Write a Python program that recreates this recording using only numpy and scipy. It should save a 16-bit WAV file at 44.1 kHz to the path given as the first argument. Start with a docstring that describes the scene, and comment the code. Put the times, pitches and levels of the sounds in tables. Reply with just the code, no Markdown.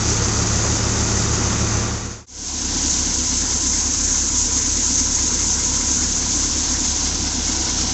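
"""Tractor-driven thresher in a field

A thresher works under load, heard first from the feed end, near the diesel engine, then, after a fade
through silence, from beside the sieves. Engine, drum and fan are stacks of tones tied to one drum speed.
Straw, chaff and seed are shaped noise. Beater blows and sieve knocks set off the ring of steel parts.
"""
import sys
import numpy as np
from scipy import signal
from scipy.fft import rfft, irfft, next_fast_len
from scipy.io import wavfile
from scipy.ndimage import uniform_filter1d, map_coordinates

SR = 44100
rng = np.random.default_rng(int(sys.argv[2]) if len(sys.argv) > 2 else 0)


def pcm_store(signal):
    """Save signal as 16-bit PCM."""
    levels = np.round(np.clip(np.atleast_2d(signal), -1, 1) * 32767)
    wavfile.write(sys.argv[1], SR, levels.astype(np.int16).T)


N = 349713
T = np.arange(N) / SR  # time of each sample, s

# Drum speed: t/s, turns a second
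DRUM_SPEED = [(0.0, 8.989), (2.1, 9.038), (2.4, 8.936), (3.3, 8.845), (4.5, 8.901), (5.7, 8.927),
              (6.8, 8.827), (7.9, 8.814)]
# Chaff hiss at the feed end, before an even lift: t/s, level/dB
FEED_HISS_LEVEL = [(0.0, -27), (0.12, -23.5), (0.146, -25.5), (1.3, -26), (1.75, -28)]
# Hiss of chaff from the blower, before an even lift; it sags when the feed runs thin: t/s, level/dB
BLOWER_LEVEL = [(2.39, -23), (2.41, -22.5), (2.75, -25.5), (2.93, -22.5), (3.45, -23.5), (3.55, -21.5),
                (5.2, -21), (6.7, -23.5), (7.04, -23), (7.1, -27), (7.44, -27), (7.5, -24), (7.9, -26.5)]
# Seed pouring from the spout, louder when near; only its rise and fall is used: t/s, level/dB
SPOUT_LEVEL = [(2.8, -33.5), (4.12, -36.5), (7.8, -33), (7.9, -33.5)]
# Ring of the casing panels, before an even lift; it swells with a heavier load: t/s, level/dB
CASING_LEVEL = [(2.8, -42.5), (4.3, -44), (5.3, -42.5), (5.85, -39.5), (6.1, -44.5), (7.9, -42.5)]

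# Tones of a turning part; the levels count against each other
# Engine: multiple of the crankshaft speed, level/dB
ENGINE_TONES = [(1, -22), (2, 0.5), (3, -17), (4, 2), (5, -11.5), (6, -5), (7, -11), (8, -10), (9, -8.5),
                (10, -1), (11, -7), (12, -6), (13, -11.5), (14, -7.5), (15, -17), (16, -11), (17, -8),
                (18, -14)]
# Drum at the feed end: multiple of the beater rate, level/dB
FEED_THROB_TONES = [(1, -31), (2, -1), (3, 2), (4, -45), (5, -12.5)]
# Drum beside the sieves: multiple of the drum speed, level/dB
SIDE_THROB_TONES = [(4, 3), (5, -12.5), (6, -25), (8, 5), (9, -20), (12, -13.5), (20, -16)]
# Winnowing fan: multiple of the fan speed, level/dB
FAN_TONES = [(1, -6), (2, -1.5), (3, 1.5)]

# The four beaters of the drum: beater number, strength level/dB
BEATER_STRENGTH = [(0, 0), (1, -10), (2, -14), (3, -6)]
# The sieve knocks at both ends of its travel: share of the stroke, strength level/dB
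SIEVE_STROKE = [(.275, -7), (.67, 0)]

# Ringing steel parts: f/Hz, width/Hz, level/dB; the levels count against each other
# Smaller sheets of the drum housing: f/Hz, width/Hz, level/dB
HOUSING_SHEETS = [(173, 30, -6), (232, 17, -7), (283.9, 7, -3), (318.7, 12, -4.5), (352, 17, -8)]
# Large side plate of the drum housing: f/Hz, width/Hz, level/dB
SIDE_PLATE = [(255, 45, 0)]
# Casing panels rung by the straw: f/Hz, width/Hz, level/dB
CASING_PANELS = [(440, 45, -1), (515, 35, 0), (922, 25, -5), (982, 55, 2), (1035, 30, -3), (1330, 60, -6),
                 (1460, 45, -5), (1575, 50, -3), (2090, 80, -11)]
# Seed tray: f/Hz, width/Hz, level/dB
SEED_TRAY = [(748, 77, 0.5), (1513, 100, -7)]
# Feed hopper: f/Hz, width/Hz, level/dB
FEED_HOPPER = [(416, 10, 3.5), (471, 5.7, 7.5), (662, 60, -0.5), (855, 19, -4), (1158, 11, 0),
               (1220, 55, -5.5), (1426, 33, 0.5), (1923, 44, -5.5), (2465, 46, -8.5)]
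# Sieve frame: f/Hz, width/Hz, level/dB
SIEVE_FRAME = [(1200, 120, -5.5), (1740, 82, -6.5), (2075, 60, -1), (2194, 60, -3), (3470, 90, -4.5),
               (4230, 280, -5.5), (5150, 180, 0)]

# Tone colours of noise: f/Hz, level/dB; only the shape counts
# Straw roaring in the feed opening: f/Hz, level/dB
FEED_ROAR_COLOUR = [(290, -51), (500, 5), (544, -12), (679, -7), (745, -2), (811, 0.5), (913, -0.5),
                    (1380, -0.5), (1640, -5), (2010, -4.5), (2190, -7), (2470, -7), (2680, -8),
                    (3290, -9.5), (3800, -8), (4940, -46), (8360, -120)]
# Engine exhaust: f/Hz, level/dB
EXHAUST_COLOUR = [(74, -25), (125, -14), (140, -4), (189, -1.5), (247, -7), (392, -5), (432, -11),
                  (474, -11.5), (600, -13), (780, -45), (1320, -120)]
# Straw roaring through the casing: f/Hz, level/dB
SIDE_ROAR_COLOUR = [(300, -12), (450, -1), (620, -2), (1000, 5.5), (1200, -1), (1600, 0.5), (2400, -2.5),
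                    (3400, -12.5), (5000, 1)]
# Straw tumbling inside the drum housing: f/Hz, level/dB
TUMBLE_COLOUR = [(15, -22), (35, -7.5), (70, -3.5), (130, -3), (180, -2), (255, 2.5), (330, -1.5),
                 (390, -9.5), (600, -16)]
# Chaff and seed at the feed end: f/Hz, level/dB
FEED_HISS_COLOUR = [(1650, -51.5), (2800, -23), (3300, -18), (3870, -11), (4750, -2.5), (5270, -2.5),
                    (6200, 4), (6590, 3.5), (7380, -1), (7800, -9), (8570, -38.5), (11100, -73),
                    (18900, -120)]
# Chaff and seed beside the sieves: f/Hz, level/dB
SIDE_HISS_COLOUR = [(2200, -28), (3000, -23), (4500, -17), (5500, -6.5), (6400, 1.5), (7000, -2),
                    (7600, -6), (7900, -16), (8500, -38), (9500, -76)]
# Seed pouring over the steel spout: f/Hz, level/dB
POUR_COLOUR = [(1800, -22), (2800, -8.5), (3700, -4.5), (4600, -2), (5400, 2.5), (6100, 3), (6700, -8.5),
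               (7600, -13), (8000, -19), (8600, -43)]

HEAVY_BEAT = 2.757  # a moment at which the heaviest beater passes, s
CHANGE, FADE = 2.262, 0.5  # change of listening place and length of each fade, s
BEATERS_PER_TURN = 4
CRANK_RATIO = 2.181  # crankshaft turns per drum turn, set by the drive gears
FAN_RATIO = 11 / 3  # fan turns per drum turn, set by the belt
SIEVE_RATIO = .5415  # sieve strokes per drum turn
HOUSING_FOLLOWS = 0.63  # share of the spout's level change that the drum housing follows
RATTLE_S = 0.018  # time for a sieve rattle to die down to about a third, s
TOP_HZ = 8500  # upper limit of the sound, Hz


def amp(db):
    """Turn decibels into a plain multiplier."""
    return 10 ** (np.asarray(db) / 20)


def unit(x):
    """Scale a sound to an average (rms) strength of 1."""
    return x / np.sqrt(np.mean(x ** 2) + 1e-20)


def curve(rows):
    """Join the points of a time table with straight lines, one value per sample."""
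    time, value = np.transpose(rows)
    return np.interp(T, time, value)


def wobble(rate):
    """Draw a smooth random curve through `rate` random points a second."""
    points = rng.standard_normal(int(N * rate / SR) + 4)
    return map_coordinates(points, [T * rate])


def filtered(x, response):
    """Change the strength and timing of each frequency as `response` says."""
    m = next_fast_len(N + SR // 2)  # spare room lets a ring die away past the end
    return irfft(rfft(x, m) * response(np.fft.rfftfreq(m, 1 / SR)), m)[:N]


def coloured(x, colour):
    """Shape noise by a tone-colour table, at rms 1."""
    f, db = np.transpose(colour)

    def response(hz):
        return amp(np.interp(np.log(hz + 1), np.log(f), db, left=-120, right=-120))
    return unit(filtered(x, response))


def rung(x, modes):
    """Let a sound ring a steel part: each mode answers near its own frequency; rms 1."""
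    def response(f):
        total = 0
        for k, (centre, width, db) in enumerate(modes):
            sign = (-1) ** k  # neighbouring modes push in opposite directions
            peak = 1j * f * width / (centre * centre - f * f + 1j * f * width)
            total = total + sign * amp(db) * peak
        return total
    return unit(filtered(x, response))


def rush(patchy_db):
    """Make noise whose loudness drifts in random patches of time and pitch."""
    z = signal.stft(rng.standard_normal(N), nperseg=512)[2]
    patches = uniform_filter1d(rng.standard_normal(z.shape), size=7, axis=0)
    patches = unit(uniform_filter1d(patches, size=8, axis=1))
    return unit(signal.istft(z * amp(patchy_db * patches), nperseg=512)[1][:N])


def pulsing(cycles, depth_db):
    """Make a gain that peaks once a cycle."""
    return amp(depth_db * np.cos(2 * np.pi * cycles))


def hum(cycles, tones, scatter, waver_db):
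    """Add the tones of a turning part; with little scatter they line up as one push a cycle."""
    total = 0
    for multiple, db in tones:
        level = amp(db + waver_db * wobble(6.4))
        total = total + level * np.cos(2 * np.pi * (multiple * cycles + scatter * rng.random()))
    return unit(total)


def engine(crank):
    """The diesel hums at multiples of its crankshaft speed, with slight unevenness in its turning."""
    uneven_crank = crank + 0.0059 * wobble(15)
    return amp(-26.5) * hum(uneven_crank, ENGINE_TONES, scatter=0.99, waver_db=-1.0)


def feed_throb(beats):
    """Passing beaters throb at multiples of their rate."""
    return amp(-23.5) * hum(beats, FEED_THROB_TONES, scatter=0.095, waver_db=-0.5)


def exhaust(crank):
    """Exhaust noise pulses once and four times per crankshaft turn."""
    pulses = pulsing(crank, 0.72) * pulsing(4 * crank, 1.4)
    return amp(-29.0) * unit(coloured(rush(patchy_db=0.3), EXHAUST_COLOUR) * pulses)


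def low_shake():
    """Very low noise trembles beneath the other sounds."""
    colour = [(8, -3.5), (40, -3), (110, 2), (170, -12)]  # f/Hz, level/dB
    return amp(-51) * coloured(rng.standard_normal(N), colour)


def feed_straw(beats):
    """Each beater chops the roar of straw in the feed opening and the ring of its hopper."""
    chop = pulsing(beats, 1.0) * pulsing(3 * beats, .6)
    roar = amp(-29.5) * unit(coloured(rush(patchy_db=.7), FEED_ROAR_COLOUR) * chop)
    hopper = amp(-36) * rung(rng.standard_normal(N) * chop, FEED_HOPPER)
    return roar + hopper


def chaff(colour, seeds_a_second, seed_db, flutter_db):
    """Seeds tick on steel over a hiss of chaff; the crop comes through in clumps; rms 1."""
    count = int(seeds_a_second * N / SR)
    strength = rng.standard_normal(count) * amp(1.6 * rng.standard_normal(count))
    ticks = np.bincount(rng.integers(0, N, count), strength, N)
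    clumps = amp(flutter_db * (wobble(25) + 2.03 * wobble(70)))
    return unit(clumps * coloured(rush(patchy_db=0.76) + amp(seed_db) * unit(ticks), colour))


def feed_hiss():
    """Chaff and seed hiss at the feed end."""
    hiss = chaff(FEED_HISS_COLOUR, seeds_a_second=1100, seed_db=-6.5, flutter_db=0.27)
    return amp(curve(FEED_HISS_LEVEL) + 2.5) * hiss


def feed_end(turn):
    """The four-cylinder diesel beats against the drum; straw roars in the open hopper."""
    beats = BEATERS_PER_TURN * turn
    crank = CRANK_RATIO * turn
    return engine(crank) + feed_throb(beats) + exhaust(crank) + low_shake() + feed_straw(beats) + feed_hiss()


def side_throb(turn):
    """Each beater shoves a slug of air, giving tones at multiples of the drum speed."""
    return amp(-30.0) * hum(turn, SIDE_THROB_TONES, scatter=.03, waver_db=.3)


def fan(turn):
    """The belt-driven winnowing fan hums at multiples of its own speed."""
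    return amp(-37) * hum(FAN_RATIO * turn, FAN_TONES, scatter=1.0, waver_db=2.5)


def housing_blows(turn):
    """Every beater shakes the small sheets; the heaviest makes the side plate boom once a turn."""
    beat = np.floor(BEATERS_PER_TURN * turn).astype(int)
    at = np.flatnonzero(np.diff(beat)) + 1  # samples where a new beater arrives
    blows = np.zeros(N)
    blows[at] = amp(.9 * rng.standard_normal(len(at)))
    strength = amp(np.array(BEATER_STRENGTH)[beat % len(BEATER_STRENGTH), 1])
    boom = rung(rung(blows * strength, SIDE_PLATE), SIDE_PLATE)  # the heavy plate is slow to swell
    # straw dragged along by each blow roughens the sheets
    drag_fade = np.exp(-T[:SR // 10] / 0.011)
    drag = signal.fftconvolve(blows, drag_fade)[:N] * rng.standard_normal(N)
    sheets = unit(rung(blows, HOUSING_SHEETS) + .55 * rung(drag, HOUSING_SHEETS))
    return amp(-36) * (boom + amp(-4) * sheets)


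def tumbling_straw(turn):
    """Straw tumbling inside the housing rumbles, pulsing with the drum and its beaters."""
    pulses = pulsing(turn, 1) * pulsing(BEATERS_PER_TURN * turn - .15, 0.72)
    return amp(-33) * unit(coloured(rush(patchy_db=1.1), TUMBLE_COLOUR) * pulses)


def casing_panels(turn):
    """Straw rings the panels in time with the beaters; the ring swells as wads pass."""
    level_db = curve(CASING_LEVEL) + 2 + 1.1 * wobble(6)
    straw = rush(patchy_db=0.0) * pulsing(BEATERS_PER_TURN * turn - .4, 2.8)
    return amp(level_db) * rung(straw, CASING_PANELS)


def casing_roar():
    """Straw roars through the casing as patchy noise."""
    return amp(-36.5) * coloured(rush(patchy_db=2.0), SIDE_ROAR_COLOUR)


def blower_hiss():
    """Chaff hisses as it leaves the blower in uneven puffs."""
    level_db = curve(BLOWER_LEVEL) + 1.32 + .5 * wobble(16)
    return amp(level_db) * chaff(SIDE_HISS_COLOUR, seeds_a_second=4000, seed_db=-10, flutter_db=0.53)


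def seed_spout(near_db):
    """Seed pours over the steel spout and rings the tray below the louder hiss."""
    pour = chaff(POUR_COLOUR, seeds_a_second=1500, seed_db=-5, flutter_db=.45)
    # the tray is heard only near the spout, so it falls away faster than the pour
    tray = rung(rng.standard_normal(N), SEED_TRAY)
    return amp(-28.0 + 1.9 * near_db) * pour + amp(-45 + 4.3 * near_db) * tray


def sieve_knocks(turn):
    """A crank throws the sieve to and fro; at each reversal its frame rattles and rings."""
    stroke = SIEVE_RATIO * turn
    strokes_a_second = np.gradient(stroke) * SR
    rattle = 0
    for at, db in SIEVE_STROKE:
        seconds_since_knock = ((stroke - at) % 1) / strokes_a_second
        rattle = rattle + amp(db) * np.exp(-seconds_since_knock / RATTLE_S)
    return amp(-42) * rung(rattle * rng.standard_normal(N), SIEVE_FRAME)


def sieve_side(turn):
    """The engine is screened here: drum, fan, panels, shaking sieve and falling seed take over."""
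    near_db = curve(SPOUT_LEVEL) - np.mean(SPOUT_LEVEL, axis=0)[1]
    drum = amp(HOUSING_FOLLOWS * near_db) * (housing_blows(turn) + tumbling_straw(turn))
    straw = casing_panels(turn) + casing_roar()
    seed = blower_hiss() + seed_spout(near_db)
    return side_throb(turn) + fan(turn) + drum + straw + seed + sieve_knocks(turn)


def scene():
    """One drum sets every speed; the first place fades out and the second fades in."""
    turn = np.cumsum(curve(DRUM_SPEED)) / SR
    turn = turn - np.interp(HEAVY_BEAT, T, turn)  # count turns from a pass of the heaviest beater
    fade = (T - CHANGE) / FADE
    first = np.clip(-fade, 0, 1) * feed_end(turn)
    second = np.clip(fade, 0, 1) * sieve_side(turn)
    return (first + second)[None]


def record(dry):
    """Cut the sound off very steeply above its upper limit."""
    return filtered(dry[0], lambda hz: 1 / np.sqrt(1 + (hz / TOP_HZ) ** 160))[None]


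dry = scene()
out = record(dry)
pcm_store(out)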